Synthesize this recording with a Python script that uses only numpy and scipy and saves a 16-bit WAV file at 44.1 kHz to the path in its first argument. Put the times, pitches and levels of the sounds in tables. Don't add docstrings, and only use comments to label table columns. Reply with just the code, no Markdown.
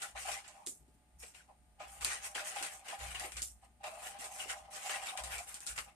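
import sys
import numpy as np
from scipy import signal
from scipy.fft import rfft, irfft, next_fast_len
from scipy.io import wavfile
from scipy.ndimage import uniform_filter1d, map_coordinates

SR = 44100
rng = np.random.default_rng(int(sys.argv[2]) if len(sys.argv) > 2 else 0)


def bounce(signal):
    frames = np.transpose(np.atleast_2d(signal))
    limited = np.clip(frames, -1, 1)
    pcm = np.round(limited * 32767).astype(np.int16)
    wavfile.write(sys.argv[1], SR, pcm)


N = 262395

# t/s, level/dB, sheet shake/dB, left minus right/dB, crinkle/dB
FOLD_SNAPS = [(0.0192, -36.5, -9, 4, -8.5), (0.3153, -35.5, -4, 10, -14), (0.479, -45, -15, -6, -11),
              (0.665, -28, -20, -2, -22.5), (0.6718, -24.5, -24, 1, -29), (1.346, -52, -2.5, 8.5, -14),
              (2.0098, -39.5, -7, 1, -10), (2.0474, -13.5, -16.5, -0.5, -25), (2.352, -31.5, -8, -4, -19),
              (2.5609, -41, 3, -7, -22), (2.6264, -29, -5.5, -3, -13), (2.8843, -35.5, -5, 3, -20),
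              (3.146, -46, -8, -2, -18), (3.1971, -28.5, -29, -2, -25), (3.3201, -32.5, -11.5, 5, -24.5),
              (3.368, -34.5, -7, 0, -9.5), (3.4199, -21, -24, -1, -23), (3.428, -26.5, -26, 5, -29),
              (3.8402, -43, 6, -3, -24), (4.2428, -33.5, -24, -5, -18), (4.8941, -36.5, 6.5, 0, -22),
              (5.1751, -25.5, -13, 3, -25), (5.2367, -35.5, -27, 4, -10.5), (5.3818, -35.5, -21, 0, -12.5),
              (5.5428, -30, -33, -2, -19), (5.6049, -33.5, -35, 2, -30), (5.666, -32.5, -30, 9, -12.5),
              (5.673, -29, -33, -10, -18.5), (5.7784, -27.5, -3, -1.5, -26),
              (5.7868, -29.5, -3.5, 3.5, -26)]
# f/Hz, level/dB
SCRAPE_SPECTRUM = [(100, -30), (300, -21), (450, -7.5), (900, -4.5), (1300, 1.5), (1900, 3), (2800, 3),
                   (3500, -4), (4700, -6), (8000, -19.5), (14000, -57)]
# f/Hz, level/dB
CREASE_SPECTRUM = [(300, -5), (1500, -25), (3500, 5.5), (7500, 4), (10500, -1.5), (14500, -18)]


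def amp(db):
    return 10 ** (np.asarray(db) / 20)


def unit(x):
    return x / np.sqrt(np.mean(x ** 2) + 1e-20)


def along(points, hz):
    freqs, values = np.transpose(points)
    return np.interp(np.log(hz + 1), np.log(freqs), values)


def wobble(rate):
    points = rng.standard_normal(int(N * rate / SR) + 4)
    return map_coordinates(points, [np.arange(N) * rate / SR])


def gesture(start, rise, hold, fade_db_per_s, sag_db_per_s=0):
    t = np.arange(N) / SR - start
    past = np.maximum(t - rise, 0)
    drop_db = sag_db_per_s * past + fade_db_per_s * np.maximum(past - hold, 0)
    return np.clip(t / max(rise, 1e-3), 0, 1) * amp(-drop_db)


def add(track, start, sound):
    part = track[:, max(round(start * SR), 0):][:, :sound.shape[1]]
    part += sound[:, :part.shape[1]]


def filtered(x, response):
    n = x.shape[-1]
    size = next_fast_len(n + 8192)
    return irfft(rfft(x, size) * response(np.fft.rfftfreq(size, 1 / SR)), size)[..., :n]


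def coloured(x, spectrum, size=4096):
    cepstrum = irfft(np.log(amp(along(spectrum, np.fft.rfftfreq(size, 1 / SR)))))
    cepstrum[1:size // 2] *= 2
    cepstrum[size // 2 + 1:] = 0
    ring = irfft(np.exp(rfft(cepstrum)))
    return signal.fftconvolve(x, ring[None], axes=1)[:, :x.shape[1]]


def spread(pair):
    # f/Hz, likeness from 0 to 1
    likeness = [(60, 0.7), (300, 0.74), (750, 0.47), (1400, 0), (14000, 0)]
    turn = lambda hz: np.arccos(np.clip(along(likeness, hz), -1, 1)) / 2
    mid, side = filtered(pair, lambda hz: np.array([np.cos(turn(hz)), np.sin(turn(hz))]))
    return np.array([mid + side, mid - side])


def noise(spectrum, size=N):
    return unit(coloured(spread(rng.standard_normal((2, size))), spectrum))


def puff(spectrum, t60, size=8192):
    return noise(spectrum, size) * amp(-60 * np.arange(size) / SR / t60)


def slips(rate, scatter_db, smooth_db):
    sizes = amp(scatter_db * np.clip(rng.standard_normal(N), -2, 2))
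    sizes *= rng.random(N) < rate / SR
    turn = rng.uniform(0, 2 * np.pi, N)
    grains = unit(sizes * np.array([np.cos(turn), np.sin(turn)]))
    return spread(grains + amp(smooth_db) * rng.standard_normal((2, N)))


def room_tone():
    # f/Hz, level/dB
    tones = [(61, -78.5), (610, -89), (731, -84.5), (853, -85), (1218, -93)]
    # f/Hz, level/dB
    air = [(20, -7), (60, -0.5), (110, -1), (200, 0.5), (320, -6.5), (480, -14.5), (750, -6.5), (1100, -16),
           (2000, -14.5), (3500, -20.5), (8000, -27), (9100, -21), (10200, -28), (14500, -28)]
    t = np.arange(N) / SR
    hum = sum(amp(db) * np.sqrt(2) * np.sin(2 * np.pi * hz * t + 1.5 * wobble(4)) for hz, db in tones)
    return hum + amp(-73) * noise(air)


def motor():
    # t/s, length/s, level/dB
    runs = [(0, .4, -65.5), (0.471, 0.15, -60.5), (1.478, 0.015, -65), (1.782, 1.4, -59),
            (2.874, 0.39, -59.5), (3.621, 0.03, -63.5), (3.8, 1.61, -59.5), (5.427, 0.34, -65.5),
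            (5.855, .03, -58.5)]
    # t/s, length/s, level/dB, pitch drop/Hz
    strains = [(0.009, 0.035, -51.5, 22.6), (0.148, 0.02, -46.5, 6.8), (0.246, 0.052, -45, 22),
               (0.355, 0.033, -55, 5.1), (1.799, 0.037, -48.5, 70), (2.352, .025, -51.5, 14),
               (2.4, .07, -51.5, 184), (2.555, 0.093, -49.5, 11.3), (2.686, 0.13, -64, 11.5),
               (2.922, 0.034, -51, 2.8), (2.996, 0.055, -50.5, 3.9), (3.103, .04, -68, 85),
               (3.196, 0.064, -49, 58), (3.828, 0.039, -45, 46.4), (3.875, 0.048, -52.5, 150),
               (3.932, .05, -51.5, 70), (4.016, .05, -49.5, 50), (4.14, .07, -51.5, 3.33),
               (4.208, 0.052, -50, 3.4), (4.268, 0.202, -55.5, 27.8), (4.49, 0.098, -51, 25.3),
               (4.673, 0.16, -56.5, 2.8), (4.84, 0.22, -50, 32.4), (5.112, .04, -46.5, 44),
               (5.178, 0.034, -44.5, 4.1), (5.253, .11, -51.5, 15), (5.375, 0.032, -50.5, 98)]
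    rise_s, free_hz = 0.0117, 795.0
    push = lambda start, length: gesture(start, rise_s, length - rise_s, fade_db_per_s=260)
    running = np.max([amp(db) * push(start, length) for start, length, db in runs], axis=0)
    power, gear_hz = running ** 2, np.full(N, free_hz)
    for start, length, db, drop_hz in strains:
        load = push(start, length)
        power += (amp(db) * load) ** 2
        gear_hz -= drop_hz * load
    return running, np.sqrt(power), gear_hz


def housing(hz):
    # f/Hz, width/Hz, level/dB
    rings = [(536.6, 23, -19), (611.5, 10.8, -4.5), (716.6, 63, -1.5), (737, 86, -4), (806, 23, -1.5),
             (1011, 91, -9.5), (1032, 49, -6), (1233, 33, -12)]
    return sum((-1) ** k * amp(db) * 1j * hz * width / (centre ** 2 - hz ** 2 + 1j * hz * width)
               for k, (centre, width, db) in enumerate(rings))


def gears(effort, gear_hz):
    pitch = gear_hz * (1 + 0.017 * wobble(70))
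    tone = np.sin(2 * np.pi * np.cumsum(pitch) / SR)
    whirr = unit(tone * amp(4 * wobble(75)))
    rattle = unit(filtered(slips(rate=280, scatter_db=2, smooth_db=-14), housing))
    return amp(-1.5) * effort * unit(0.8 * whirr + rattle)


def rubbing(running):
    # t/s, rise/s, hold/s, swish level/dB, scrape level/dB
    strokes = [(-0.004, 0.028, 0.01, -46, -45.5), (0.147, 0.022, 0.013, -56, -46.5),
               (0.179, 0.022, 0.035, -45.5, -50), (0.234, 0.05, 0.049, -44, -43),
               (0.35, 0.011, 0.014, -54, -54.5), (0.437, 0.012, .025, -60.5, -55),
               (0.508, 0.015, 0.086, -67.5, -80), (.659, 0.0072, 0.016, -44.5, -73),
               (1.184, 0.023, 0.064, -54, -68), (1.215, 0.016, 0.0076, -64, -54.5),
               (1.333, 0.0093, 0.049, -61.5, -60.5), (1.793, 0.0097, 0.024, -63, -50.5),
               (1.861, .02, 0.15, -62.5, -64), (1.999, 0.053, 0.094, -42, -40.5),
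               (2.213, 0.031, 0.018, -45, -49.5), (2.346, 0.002, 0.059, -48, -42.5),
               (2.429, 0.038, 0.022, -43.5, -47), (2.502, 0.0092, 0.034, -64, -49.5),
               (2.542, 0.014, 0.035, -46, -43.5), (2.6, .02, 0.041, -45.5, -43),
               (2.7, 0.017, 0.038, -52.5, -58.5), (2.838, 0.036, 0.0098, -54.5, -51),
               (2.878, 0.0034, 0.052, -51.5, -47), (2.976, 0.031, 0.14, -51, -48.5),
               (3.142, 0.0032, 0.023, -53, -44), (3.176, 0.012, 0.077, -48.5, -47),
               (3.307, 0.0029, 0.051, -55.5, -60), (3.354, .008, 0.029, -56, -48.5),
               (3.416, 0.0027, 0.0099, -39.5, -77), (3.605, .02, 0.022, -74, -76),
               (3.831, 0.0048, 0.034, -55, -47.5), (3.894, 0.028, 0.11, -59.5, -57),
               (4.006, 0.054, .02, -48.5, -49.5), (4.128, 0.014, .03, -70, -57),
               (4.181, 0.026, .05, -47.5, -49), (4.301, 0.052, 0.067, -48.5, -54),
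               (4.38, 0.018, .04, -48, -48.5), (4.463, .04, .012, -45.5, -43.5),
               (4.56, .015, 0.012, -60, -81), (4.701, .03, .025, -49.5, -50.5),
               (4.752, 0.012, 0.013, -47, -46.5), (4.794, 0.062, .05, -44.5, -44.5),
               (4.886, 0.017, 0.058, -46, -41), (5.004, 0.037, .06, -48.5, -44),
               (5.164, .005, 0.032, -52.5, -45.5), (5.23, 0.0088, .05, -54, -49.5),
               (5.287, .04, 0.046, -48, -44), (5.406, 0.019, .02, -58, -79),
               (5.46, 0.021, 0.075, -52, -54.5), (5.604, 0.0058, .04, -55.5, -59.5),
               (5.658, 0.0032, 0.054, -48.5, -52.5), (5.755, .01, 0.02, -45.5, -48.5),
               (5.864, .015, .01, -75, -64.5)]
    swish_power, scrape_power = (amp(-22.5) * running) ** 2, (amp(-9) * running) ** 2
    for start, rise, hold, swish_db, scrape_db in strokes:
        power = gesture(start, rise, hold, fade_db_per_s=230, sag_db_per_s=18.5) ** 2
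        swish_power += amp(swish_db) ** 2 * power
        scrape_power += amp(scrape_db) ** 2 * power
    return np.sqrt(swish_power), np.sqrt(scrape_power)


def flicker(x, depth_db, bands):
    spectra = signal.stft(x, nperseg=512)[2]
    lifts = rng.standard_normal(spectra.shape[1:])
    for _ in range(2):
        lifts = uniform_filter1d(lifts, size=bands, axis=0)
        lifts = uniform_filter1d(lifts, size=5, axis=1)
    return signal.istft(spectra * amp(depth_db * unit(lifts)), nperseg=512)[1][:, :N]


def cover(running):
    # f/Hz, level/dB
    nylon = [(500, -40), (2000, -39), (3800, -21), (5500, 3), (7500, 0), (10000, -1), (12000, -5),
             (14500, -13.5)]
    # t/s, upper minus lower treble/dB
    brightness = [(0, 3), (.5, -11), (.7, 5), (1.8, -5), (1.95, 23), (2.1, -8), (2.6, 4), (3.4, 5.5),
                  (4.05, 8), (4.5, -2), (4.9, -1.5), (5.3, 11.5), (5.8, 0)]
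    catch = amp(1.2 * wobble(60))
    fine = flicker(slips(rate=1300, scatter_db=4.5, smooth_db=1), depth_db=3, bands=4)
    coarse = flicker(slips(rate=1100, scatter_db=3.5, smooth_db=1), depth_db=2.8, bands=2)
    swish = unit(coloured(fine, nylon) * catch)
    scrape = unit(coloured(coarse, SCRAPE_SPECTRUM) * catch)
    crinkles = unit(coloured(slips(rate=63, scatter_db=0.5, smooth_db=-33), CREASE_SPECTRUM))
    dull = filtered(swish, lambda hz: 1 / (1 + (hz / 7000) ** 4))
    times, tilt_db = np.transpose(brightness)
    tilt = amp(np.interp(np.arange(N) / SR, times, tilt_db) / 2)
    swish = dull / tilt + (swish - dull) * tilt + amp(-12) * crinkles
    swish_gain, scrape_gain = rubbing(running)
    return amp(-5.5) * swish_gain * swish + amp(-0.7) * scrape_gain * scrape


def sticking(depth_db, lead_s):
    t = np.arange(N) / SR
    releases = np.sort([start for start, *_ in FOLD_SNAPS] + [np.inf])
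    wait = releases[np.searchsorted(releases, t)] - t
    held = np.clip(1 - wait / lead_s, 0, 1)
    return amp(-depth_db * held)


def zips():
    # t/s, length/s, first f/Hz, last f/Hz, level/dB
    slides = [(0.016, 0.049, 1350, 1460, -46), (0.348, 0.053, 1854, 2274, -47.5),
              (.565, 0.1, 817, 1033, -60), (1.343, 0.035, 2910, 2490, -60),
              (1.383, 0.038, 1930, 1315, -61.5), (1.486, 0.046, 878, 731, -58.5),
              (2.346, .025, 3315, 2910, -44.5), (2.374, 0.03, 1660, 1470, -39.5),
              (2.923, 0.024, 825, 795, -52), (3.147, 0.029, 2946, 2820, -42),
              (4.389, 0.0667, 3000, 2670, -45.5), (5.081, 0.023, 3600, 3806, -41.5),
              (5.659, .08, 1380, 1560, -53.5), (5.778, 0.037, 1216, 1300, -50)]
    out = np.zeros((2, N))
    for start, length, first_hz, last_hz, db in slides:
        threads = filtered(rng.standard_normal((2, 8192)), lambda hz: 1 / (1 + (hz / 130) ** 2))
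        progress = np.linspace(0, 1, int(length * SR))
        pitch = first_hz + (last_hz - first_hz) * progress
        tone = np.sin(2 * np.pi * np.cumsum(pitch) / SR)
        swell = np.minimum(progress / 0.21, 1) * np.sqrt(1 - progress)
        add(out, start, amp(db + 2.5) * swell * unit(threads[:, :len(tone)]) * tone)
    return out


def snaps():
    out = np.zeros((2, N))
    for start, db, shake_db, pan_db, crinkle_db in FOLD_SNAPS:
        tick = puff(CREASE_SPECTRUM, t60=0.003)
        tick *= amp(3.5) / np.linalg.norm(tick, axis=1, keepdims=True)
        crinkle = amp(crinkle_db - 2) * puff(CREASE_SPECTRUM, t60=0.17)
        shake = amp(shake_db - 8) * puff(SCRAPE_SPECTRUM, t60=0.091)
        pan = amp([[pan_db / 2], [-pan_db / 2]])
        add(out, start, amp(db) * pan * (tick + crinkle + shake))
    return out


def floor_booms():
    # t/s, length/s, level/dB
    steps = [(.125, .04, -60), (0.255, .05, -61), (0.78, 0.085, -66), (1.125, 0.055, -61),
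             (1.58, 0.54, -68), (1.968, .06, -56), (2.055, 0.047, -59), (2.71, 0.037, -73),
             (2.984, 0.11, -49.5), (3.141, .05, -52), (3.333, .06, -53.5), (3.494, 0.054, -61),
             (3.62, .23, -70), (4.46, 0.049, -67), (4.59, 0.048, -65), (5.195, 0.09, -50.5),
             (5.3, 0.082, -60), (5.691, 0.075, -54)]
    # f/Hz, level/dB
    rumble = [(20, -38), (38, 3), (55, 11.5), (75, 2), (110, -1.5), (170, -7.5), (350, -48), (1000, -45)]
    note_hz, rise_s = 61.9, 0.028
    note = unit(np.sin(2 * np.pi * note_hz * np.arange(N) / SR + 0.65 * wobble(9.3)))
    power = sum((amp(db) * gesture(start, rise_s, length - rise_s, fade_db_per_s=122)) ** 2
                for start, length, db in steps)
    gain = np.sqrt(power + amp(-76.5) ** 2)
    return gain * (amp(-3) * note + amp(-5) * noise(rumble))


def knocks():
    # t/s, peak level/dB
    hits = [(0.283, -31.5), (1.802, -38.5), (2.351, -38.5), (2.559, -36), (2.925, -35.5), (3.84, -36)]
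    out = np.zeros((2, N))
    fade = amp(-60 * np.arange(8192) / SR / 0.035)
    for start, db in hits:
        ring = filtered(spread(rng.standard_normal((2, len(fade))) * fade), housing)
        rasp = amp(-23.5) * puff(SCRAPE_SPECTRUM, t60=0.067)
        add(out, start, amp(db) * (ring / np.abs(ring).max() + rasp))
    return out


def paws():
    # t/s, level/dB, f/Hz
    pats = [(0.669, -52, 270), (0.805, -66.5, 219), (0.88, -65, 224), (0.941, -66.5, 172),
            (1.232, -59, 450), (1.804, -63, 280), (2.05, -56, 490), (2.36, -52, 450), (2.608, -51, 401),
            (2.888, -59.5, 456), (3.21, -54.5, 480), (3.245, -49.5, 450), (3.87, -57.5, 477.5),
            (4.051, -65, 477), (4.19, -63, 200), (4.454, -53.5, 396.6), (4.898, -59, 477),
            (5.079, -59, 478), (5.337, -58, 451.7), (5.78, -68, 299)]
    # multiple of its pitch, level/dB
    pat_shape = [(.2, -27.5), (.6, -10), (1, -2.5), (1.5, -1), (4, -32)]
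    out = np.zeros((2, N))
    for start, db, hz in pats:
        spectrum = [(hz * multiple, band_db) for multiple, band_db in pat_shape]
        add(out, start, amp(db) * puff(spectrum, t60=0.2))
    return out


def walls(x):
    # f/Hz, time to fade by 60 dB/s
    fade_times = [(100, 0.078), (800, 0.2), (2500, 0.1), (8000, 0.13), (14000, 0.2)]
    hz, t, spectra = signal.stft(rng.standard_normal((2, SR // 2)), SR, nperseg=256)
    spectra *= amp(-60 * t / along(fade_times, hz)[:, None])
    tail = spread(signal.istft(spectra, SR, nperseg=256)[1])
    tail *= 1 - np.exp(-np.arange(tail.shape[1]) / SR / 0.0039)
    return signal.fftconvolve(x, tail / np.linalg.norm(tail[0]), axes=1)[:, :N]


def scene():
    # f/Hz, left minus right/dB
    balance = [(400, 0), (1000, -1), (1500, 1.5), (2500, 6), (3500, 3.5), (5000, 0), (11000, -2),
               (13500, -7.5)]
    running, effort, gear_hz = motor()
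    rustle = cover(running) * sticking(depth_db=5.5, lead_s=0.02) + zips()
    cracks = snaps()
    toy = rustle + cracks + gears(effort, gear_hz) + knocks()
    toy += walls(amp(-7.5) * rustle + amp(-5.5) * cracks)
    lean = lambda hz: amp(np.array([along(balance, hz), -along(balance, hz)]) / 2)
    return filtered(toy, lean) + floor_booms() + paws() + room_tone()


def record(dry):
    # f/Hz, width/Hz, boost/dB
    ports = [(8940, 780, 14), (7660, 960, 11)]
    ringing = lambda hz: np.array([
        1 + (amp(db) - 1) * 1j * hz * width / (centre ** 2 - hz ** 2 + 1j * hz * width)
        for centre, width, db in ports])
    return filtered(filtered(dry, ringing), lambda hz: hz < 14500)


dry = scene()
out = record(dry)
bounce(out)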